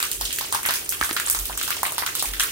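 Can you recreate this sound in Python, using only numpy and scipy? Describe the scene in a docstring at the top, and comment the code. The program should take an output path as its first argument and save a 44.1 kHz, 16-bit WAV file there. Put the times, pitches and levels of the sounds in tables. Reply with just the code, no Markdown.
"""Hand-held stereo recorder close to a concrete garage floor, where a pump's arc of water breaks up and lands.
From the start fine spray hisses and droplets patter as short rings; slugs of water slap down throughout.
Each slug cracks, traps a gulp of air that rings briefly and throws spatter; the walls answer as decaying noise.
A low hum, a plain sine, then swells now and then, and later the recorder is knocked: a thud and a tick."""
import sys
import numpy as np
from scipy import signal
from scipy.io import wavfile
from scipy.ndimage import map_coordinates

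SR = 44100
rng = np.random.default_rng(int(sys.argv[2]) if len(sys.argv) > 2 else 0)


def put_to_file(sound):
    """Save the sound as 16-bit audio at rate SR, in the file named by the first command-line argument."""
    columns = np.atleast_2d(sound).T  # one column per channel
    safe = np.clip(columns, -1, 1)
    whole_steps = np.round(safe * 32767)
    wavfile.write(sys.argv[1], SR, whole_steps.astype(np.int16))


N = 110691


def amp(db):
    """Decibels to amplitude."""
    return 10 ** (np.asarray(db) / 20)


def rms_one(x):
    """Scale to an RMS of 1."""
    return x / np.sqrt(np.mean(x ** 2) + 1e-20)


def at_hz(points, hz):
    """Read a (Hz, value) curve, straight along log frequency."""
    curve_hz, values = np.array(points).T
    return np.interp(np.log(hz), np.log(curve_hz), values)


def band(x, low_hz, high_hz):
    """Band-pass, kept inside the usable range."""
    edges = [max(low_hz, 10), min(high_hz, .45 * SR)]
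    return signal.sosfilt(signal.butter(2, edges, "band", fs=SR, output="sos"), x)


def drift(rate_hz):
    """Smooth random wander of RMS 1: noise through two equal one-pole low-passes."""
    r = np.exp(-2 * np.pi * rate_hz / SR)
    wander = signal.lfilter([1], [1, -2 * r, r * r], rng.standard_normal(N + SR))
    return rms_one(wander[SR:])  # the first second lets the filter settle


def ring(clicks, hz, t60_s):
    """A resonator: a unit click sets a decaying sine of height 1 ringing."""
    r, w = amp(-60 / (t60_s * SR)), 2 * np.pi * hz / SR
    return signal.lfilter([0, np.sin(w)], [1, -2 * r * np.cos(w), r * r], clicks + 1e-18)


def clicks(start_s, level_db):
    """Single-sample clicks at the given times."""
    out = np.zeros(N)
    np.add.at(out, np.minimum((np.asarray(start_s) * SR).astype(int), N - 1), amp(level_db))
    return out


# Spectrum of fine spray and background noise: band_hz [Hz], density_db [dB per Hz, relative]
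SPRAY_SPECTRUM = [(35, -3), (60, 8.5), (200, -4), (380, 4), (550, -4), (1200, -16), (2600, 2.5), (4000, -6),
                  (9000, -0.5), (11000, -34), (16000, -8)]
# How alike the left and right noise are: band_hz [Hz], likeness [0 unrelated, 1 same]
STEREO_LIKENESS = [(60, .85), (200, .58), (700, 0), (15000, 0)]
SPRAY_DB = -35  # RMS over both channels, before the stereo tilt


def spray(patchy_db):
    """Half-octave bands of stereo noise, each with its own level, flicker and likeness."""
    out, together = 0, drift(11.0)
    edges = 28 * 2 ** np.arange(0, 9.6, .5)
    white = rng.standard_normal((2, 2, N))  # neighbouring bands use different noise
    for k, (low, high) in enumerate(zip(edges, edges[1:])):
        mid, side = band(white[k % 2], low, high)
        hz = np.sqrt(low * high)
        alike = np.clip(at_hz(STEREO_LIKENESS, hz), -1, 1)
        flicker_db = patchy_db * min(1, hz / 1500) * (.5 * together + drift(66))
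        gain = amp(at_hz(SPRAY_SPECTRUM, hz) + flicker_db)
        stereo = np.sqrt(1 + alike) * mid + np.sqrt(1 - alike) * side * [[1], [-1]]
        out = out + gain * stereo
    return amp(SPRAY_DB) * rms_one(out)


DROPS_PER_S, DROPS_DB, DROP_SPREAD_DB = 1100, -46, 1.5  # typical rate, overall RMS, spread of sizes
DROP_HZ = (1620, 14000)  # lowest_hz, highest_hz [Hz] of the ringing drops


def droplets():
    """Small drops land at random; each ring falls 60 dB in 3.7 cycles."""
    sizes = amp(DROP_SPREAD_DB * np.minimum(rng.exponential(1, N), 5)) * rng.choice([-1, 1], N)
    born = rng.random(N) < DROPS_PER_S * amp(2 * drift(8)) / SR
    pitches, dealt = np.geomspace(*DROP_HZ, 14), rng.integers(0, 14, N)
    rings = sum(ring(sizes * born * (dealt == k), hz, 3.7 / hz) for k, hz in enumerate(pitches))
    return amp(DROPS_DB) * rms_one(rings)


SPOTS = 4  # places on the floor where water lands, each with its own echoes
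# Bands [Hz], trims added to the listed levels [dB], spatter against its burst [dB]
CRACK_HZ, CRACK_DB, CRACK_SPATTER_DB = (5880, 19100), -7.5, -15.5
SLAP_HZ, SLAP_DB, SLAP_SPATTER_DB = (2685, 6160), 4.5, -12.5
GULP_SPAN, GULP_DB, GULP_SPATTER_DB = (.58, 1.84), 4, -11.5  # band as multiples of the pitch
CRACK_S, SLAP_S, GULP_S, RISE_S = .0007, .0008, .0019, .0003  # decay times and the common rise
# The bubble climbs from this share of its pitch; tone is its strength against the noise
GULP_START, GULP_CLIMB_S, GULP_TONE = .6, .0012, 1.3
# Ringing drops per cycle of the band's low edge, their size spread, cycles to fall 60 dB, mist under them
SPATTER_PER_CYCLE, SPATTER_SPREAD_DB, SPATTER_CYCLES, SPATTER_MIST = .6, 2.5, 10, .7
SPATTER_S = 0.037  # decay time of the thrown spatter
# Slugs landing on the concrete, levels before the trims above:
# start_s [s], crack_db [dB], gulp_db [dB], slap_db [dB], pitch_hz [Hz, of the gulp]
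SLUG_LANDINGS = [(0.002, -5, -23.5, -28, 1680), (0.027, -2, -20, -22.5, 1840),
                 (0.051, -11, -46, -29.5, 1200), (0.115, -2, -60, -27.5, 1910),
                 (0.146, -13.5, -61, -56, 1910), (0.211, -5, -29, -23, 1054),
                 (0.252, -10, -21.5, -27, 5100), (0.306, -27, -29.5, -28.5, 2320),
                 (0.3275, -4.5, -31, -45, 3720), (0.361, -8.5, -60, -41, 1900),
                 (0.386, -5, -26.5, -26.5, 2130), (0.41, -10.5, -26.5, -25.5, 1070),
                 (0.525, -1.5, -22, -23, 1210), (0.547, -3.5, -20.5, -23.5, 1500),
                 (0.631, -8.5, -29, -54, 2040), (0.652, -34, -19, -53, 2190),
                 (0.661, 0.5, -22.5, -40, 1420), (0.672, -33, -37, -48, 1450),
                 (0.688, -20, -25, -19.5, 975), (0.6935, -36, -20.5, -22.5, 1470),
                 (0.708, -4, -21.5, -37, 2180), (0.738, -2.5, -54, -23, 1330),
                 (0.758, -7.5, -29, -63, 2080), (0.892, -0.5, -64, -51, 1940),
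                 (0.923, -8, -27.5, -27.5, 1740), (1.012, -7.5, -17, -27.5, 1404),
                 (1.036, -7, -27, -24, 1660), (1.047, -4, -36, -47, 1300), (1.092, -9, -25.5, -28.5, 1350),
                 (1.129, -5.5, -37, -47, 590), (1.165, -7, -19, -20.5, 1830), (1.199, -4.5, -22, -30, 1820),
                 (1.273, -9, -28, -27, 1400), (1.299, 5.5, -31, -32, 1680), (1.348, -6.5, -24.5, -27, 1407),
                 (1.389, -4.5, -61, -31, 1230), (1.455, -5.5, -47, -29.5, 1450),
                 (1.497, -42, -28, -75, 1000), (1.575, -4, -31, -30, 1700), (1.591, -23, -39, -29, 1570),
                 (1.613, -12, -25.5, -24, 1730), (1.629, -4, -60, -33, 1470), (1.678, -7, -26.5, -25, 1620),
                 (1.705, -3.5, -21, -22.5, 1770), (1.767, -16, -36.5, -29.5, 860),
                 (1.831, -1.5, -17.5, -30, 1156), (1.852, -22, -20.5, -42, 2538),
                 (1.864, -7.5, -32, -42, 880), (1.921, -9.5, -32, -53, 990), (1.981, -2, -22, -21, 1360),
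                 (2.023, -38, -22, -35, 1410), (2.063, -5, -24.5, -23.5, 1640),
                 (2.088, -21, -28.5, -49, 1600), (2.152, -2.5, -30.5, -23.5, 1510),
                 (2.195, -6.5, -58, -20, 1790), (2.225, -1.5, -24, -34, 1230),
                 (2.256, -6, -27.5, -35, 2690), (2.336, -11.5, -28, -27, 2070), (2.397, -2, -23, -17, 1800),
                 (2.405, -2, -20, -43, 1945), (2.434, -2.5, -25, -26, 1790)]


def slugs():
    """Crack, slap and gulp are short bursts at one spot; ringing drops and mist follow, spread wide."""
    span = SR // 6
    blows, spatter = np.zeros((SPOTS, N + SR)), np.zeros((2, N + SR))
    t = np.arange(span) / SR
    climb = t - (1 - GULP_START) * GULP_CLIMB_S * (1 - np.exp(-t / GULP_CLIMB_S))
    for n, (start_s, crack_db, gulp_db, slap_db, pitch_hz) in enumerate(SLUG_LANDINGS):
        i = int(start_s * SR)
        bubble = GULP_TONE * np.sqrt(2) * np.sin(2 * np.pi * pitch_hz * climb)
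        gulp_hz = pitch_hz * GULP_SPAN[0], pitch_hz * GULP_SPAN[1]
        parts = ((crack_db + CRACK_DB, CRACK_HZ, CRACK_S, CRACK_SPATTER_DB, 0),
                 (slap_db + SLAP_DB, SLAP_HZ, SLAP_S, SLAP_SPATTER_DB, 0),
                 (gulp_db + GULP_DB, gulp_hz, GULP_S, GULP_SPATTER_DB, bubble))
        for level_db, edges, decay_s, after_db, tone in parts:
            white = rng.standard_normal((3, span))
            # Most samples draw a number past the last pitch and so carry no drop
            draws = SR / (SPATTER_PER_CYCLE * edges[0]) * SPOTS
            dealt = (rng.random(span) * draws).astype(int)
            sizes = white[1:] * amp(SPATTER_SPREAD_DB * np.minimum(rng.exponential(1, span), 4))
            pitches = edges[0] * (edges[1] / edges[0]) ** rng.random(SPOTS)
            drops = sum(ring(sizes * (dealt == k), hz, SPATTER_CYCLES / hz)
                        for k, hz in enumerate(pitches))
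            noise = np.array([rms_one(x) for x in band(band(white, *edges), *edges)])
            blow = (noise[0] + tone) * (1 - np.exp(-t / RISE_S)) * np.exp(-t / decay_s)
            blow_size = np.sqrt(2 * np.sum(blow ** 2) / (decay_s * SR))
            blows[n % SPOTS, i:i + span] += amp(level_db) * blow / blow_size
            thrown = SPATTER_MIST * noise[1:] + rms_one(band(band(drops, *edges), *edges))
            spatter[:, i:i + span] += amp(level_db + after_db) * thrown * np.exp(-t / SPATTER_S)
    return blows[:, :N], spatter[:, :N]


ROOM_GAP_S = 0.002  # silence before the first echo
# Garage echoes: band_hz [Hz], t60_s [s], level_db [dB against the direct sound]
ROOM_ECHOES = [(504, 0.69, -6.5), (2220, 0.25, -4), (12000, 1, -4.5)]


def garage(x):
    """Diffuse echoes: noise that dies band by band, unrelated in the two channels."""
    t, edges, tail = np.arange(SR // 2) / SR, 250 * 2 ** np.arange(7), 0
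    white, room = rng.standard_normal((2, len(t))), np.array(ROOM_ECHOES)
    for low, high in zip(edges, edges[1:]):
        middle_hz = low * np.sqrt(2)
        t60_s = at_hz(room[:, :2], middle_hz)
        level_db = at_hz(room[:, ::2], middle_hz)
        fade = amp(-60 * t / t60_s) * (t > ROOM_GAP_S)
        tail = tail + amp(level_db) * band(white, low, high) * fade / np.sqrt(np.sum(fade ** 2))
    return signal.fftconvolve(x[None], tail, axes=1)[:, :N]


# Low hum swells: peak_s [s], level_db [dB], pitch_hz [Hz], rise_s [s], fall_s [s]
HUM_SWELLS = [(0.249, -33.5, 46.4, 0.077, 0.038), (1.026, -34.5, 58, 0.0079, 0.018),
              (1.421, -29.5, 45.4, 0.044, 0.041), (1.54, -35.5, 47.8, 0.053, 0.041),
              (2.302, -30.5, 45, 0.027, 0.048), (2.393, -37, 44, 0.046, 0.063)]


def swells():
    """Each swell is a low sine that grows and dies as a lopsided bell curve."""
    t, hum = np.arange(N) / SR, 0
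    for peak_s, level_db, pitch_hz, rise_s, fall_s in HUM_SWELLS:
        since = t - peak_s
        bell = np.exp(-(since / np.where(since < 0, rise_s, fall_s)) ** 2)
        hum = hum + amp(level_db) * bell * np.sin(2 * np.pi * pitch_hz * since)
    return hum


KNOCK_HZ, KNOCK_T60_S = 324, 0.029  # ring of the casing
TICK_HZ = (730, 4900)  # low_hz, high_hz [Hz] of the tick
# Knocks on the recorder, levels before the left-right tilt: start_s [s], thud_db [dB], tick_db [dB]
RECORDER_KNOCKS = [(1.0129, -24.5, -10.5), (1.111, -23, -8)]


def knocks():
    """A dull ringing thud of the casing and a dry band-passed tick, louder on the right."""
    start_s, thud_db, tick_db = np.transpose(RECORDER_KNOCKS)
    tick = -band(clicks(start_s, tick_db), *TICK_HZ) * SR / 2 / TICK_HZ[1]
    thud = ring(clicks(start_s, thud_db), KNOCK_HZ, KNOCK_T60_S)
    return (thud + tick) * amp([[-3], [3]])


RIGHT_DB = 0.79  # the right side is nearer: raised by this, the left lowered by as much
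# The recorder turns, so the left microphone's delay changes: time_s [s], lag_s [s]
LEFT_LAG = [(0, 0.00024), (2.51, 0.000093)]


def scene():
    """Place the water before the two microphones, with its echoes, spray, hum and knocks."""
    t = np.arange(N) / SR
    mist = spray(patchy_db=4.0)
    drops = droplets()
    blows, spatter = slugs()
    water, right = blows.sum(0) + drops, amp(RIGHT_DB)
    lag_s = np.interp(t, *np.transpose(LEFT_LAG))
    late = map_coordinates(water, [np.arange(N) - SR * lag_s], order=3)
    echoes = sum(garage(x) for x in blows) + garage(drops + spatter.mean(0))
    wide = np.array([late, water]) + spatter + echoes + mist
    return wide * [[1 / right], [right]] + swells() + knocks()


MIC_PEAK_HZ, MIC_PEAK = (8130, 9530), 0.26  # presence peak of the microphones: band, share added
CUTOFF_HZ = 16700  # from here up the top is 60 dB down


def record(dry):
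    """The microphones add a presence peak; overload clips; the top is cut."""
    bright = dry + MIC_PEAK * band(dry, *MIC_PEAK_HZ)
    clipped = np.clip(bright, -.95, .95)
    return signal.sosfilt(signal.cheby2(12, 60, CUTOFF_HZ, fs=SR, output="sos"), clipped)


dry = scene()
out = record(dry)
put_to_file(out)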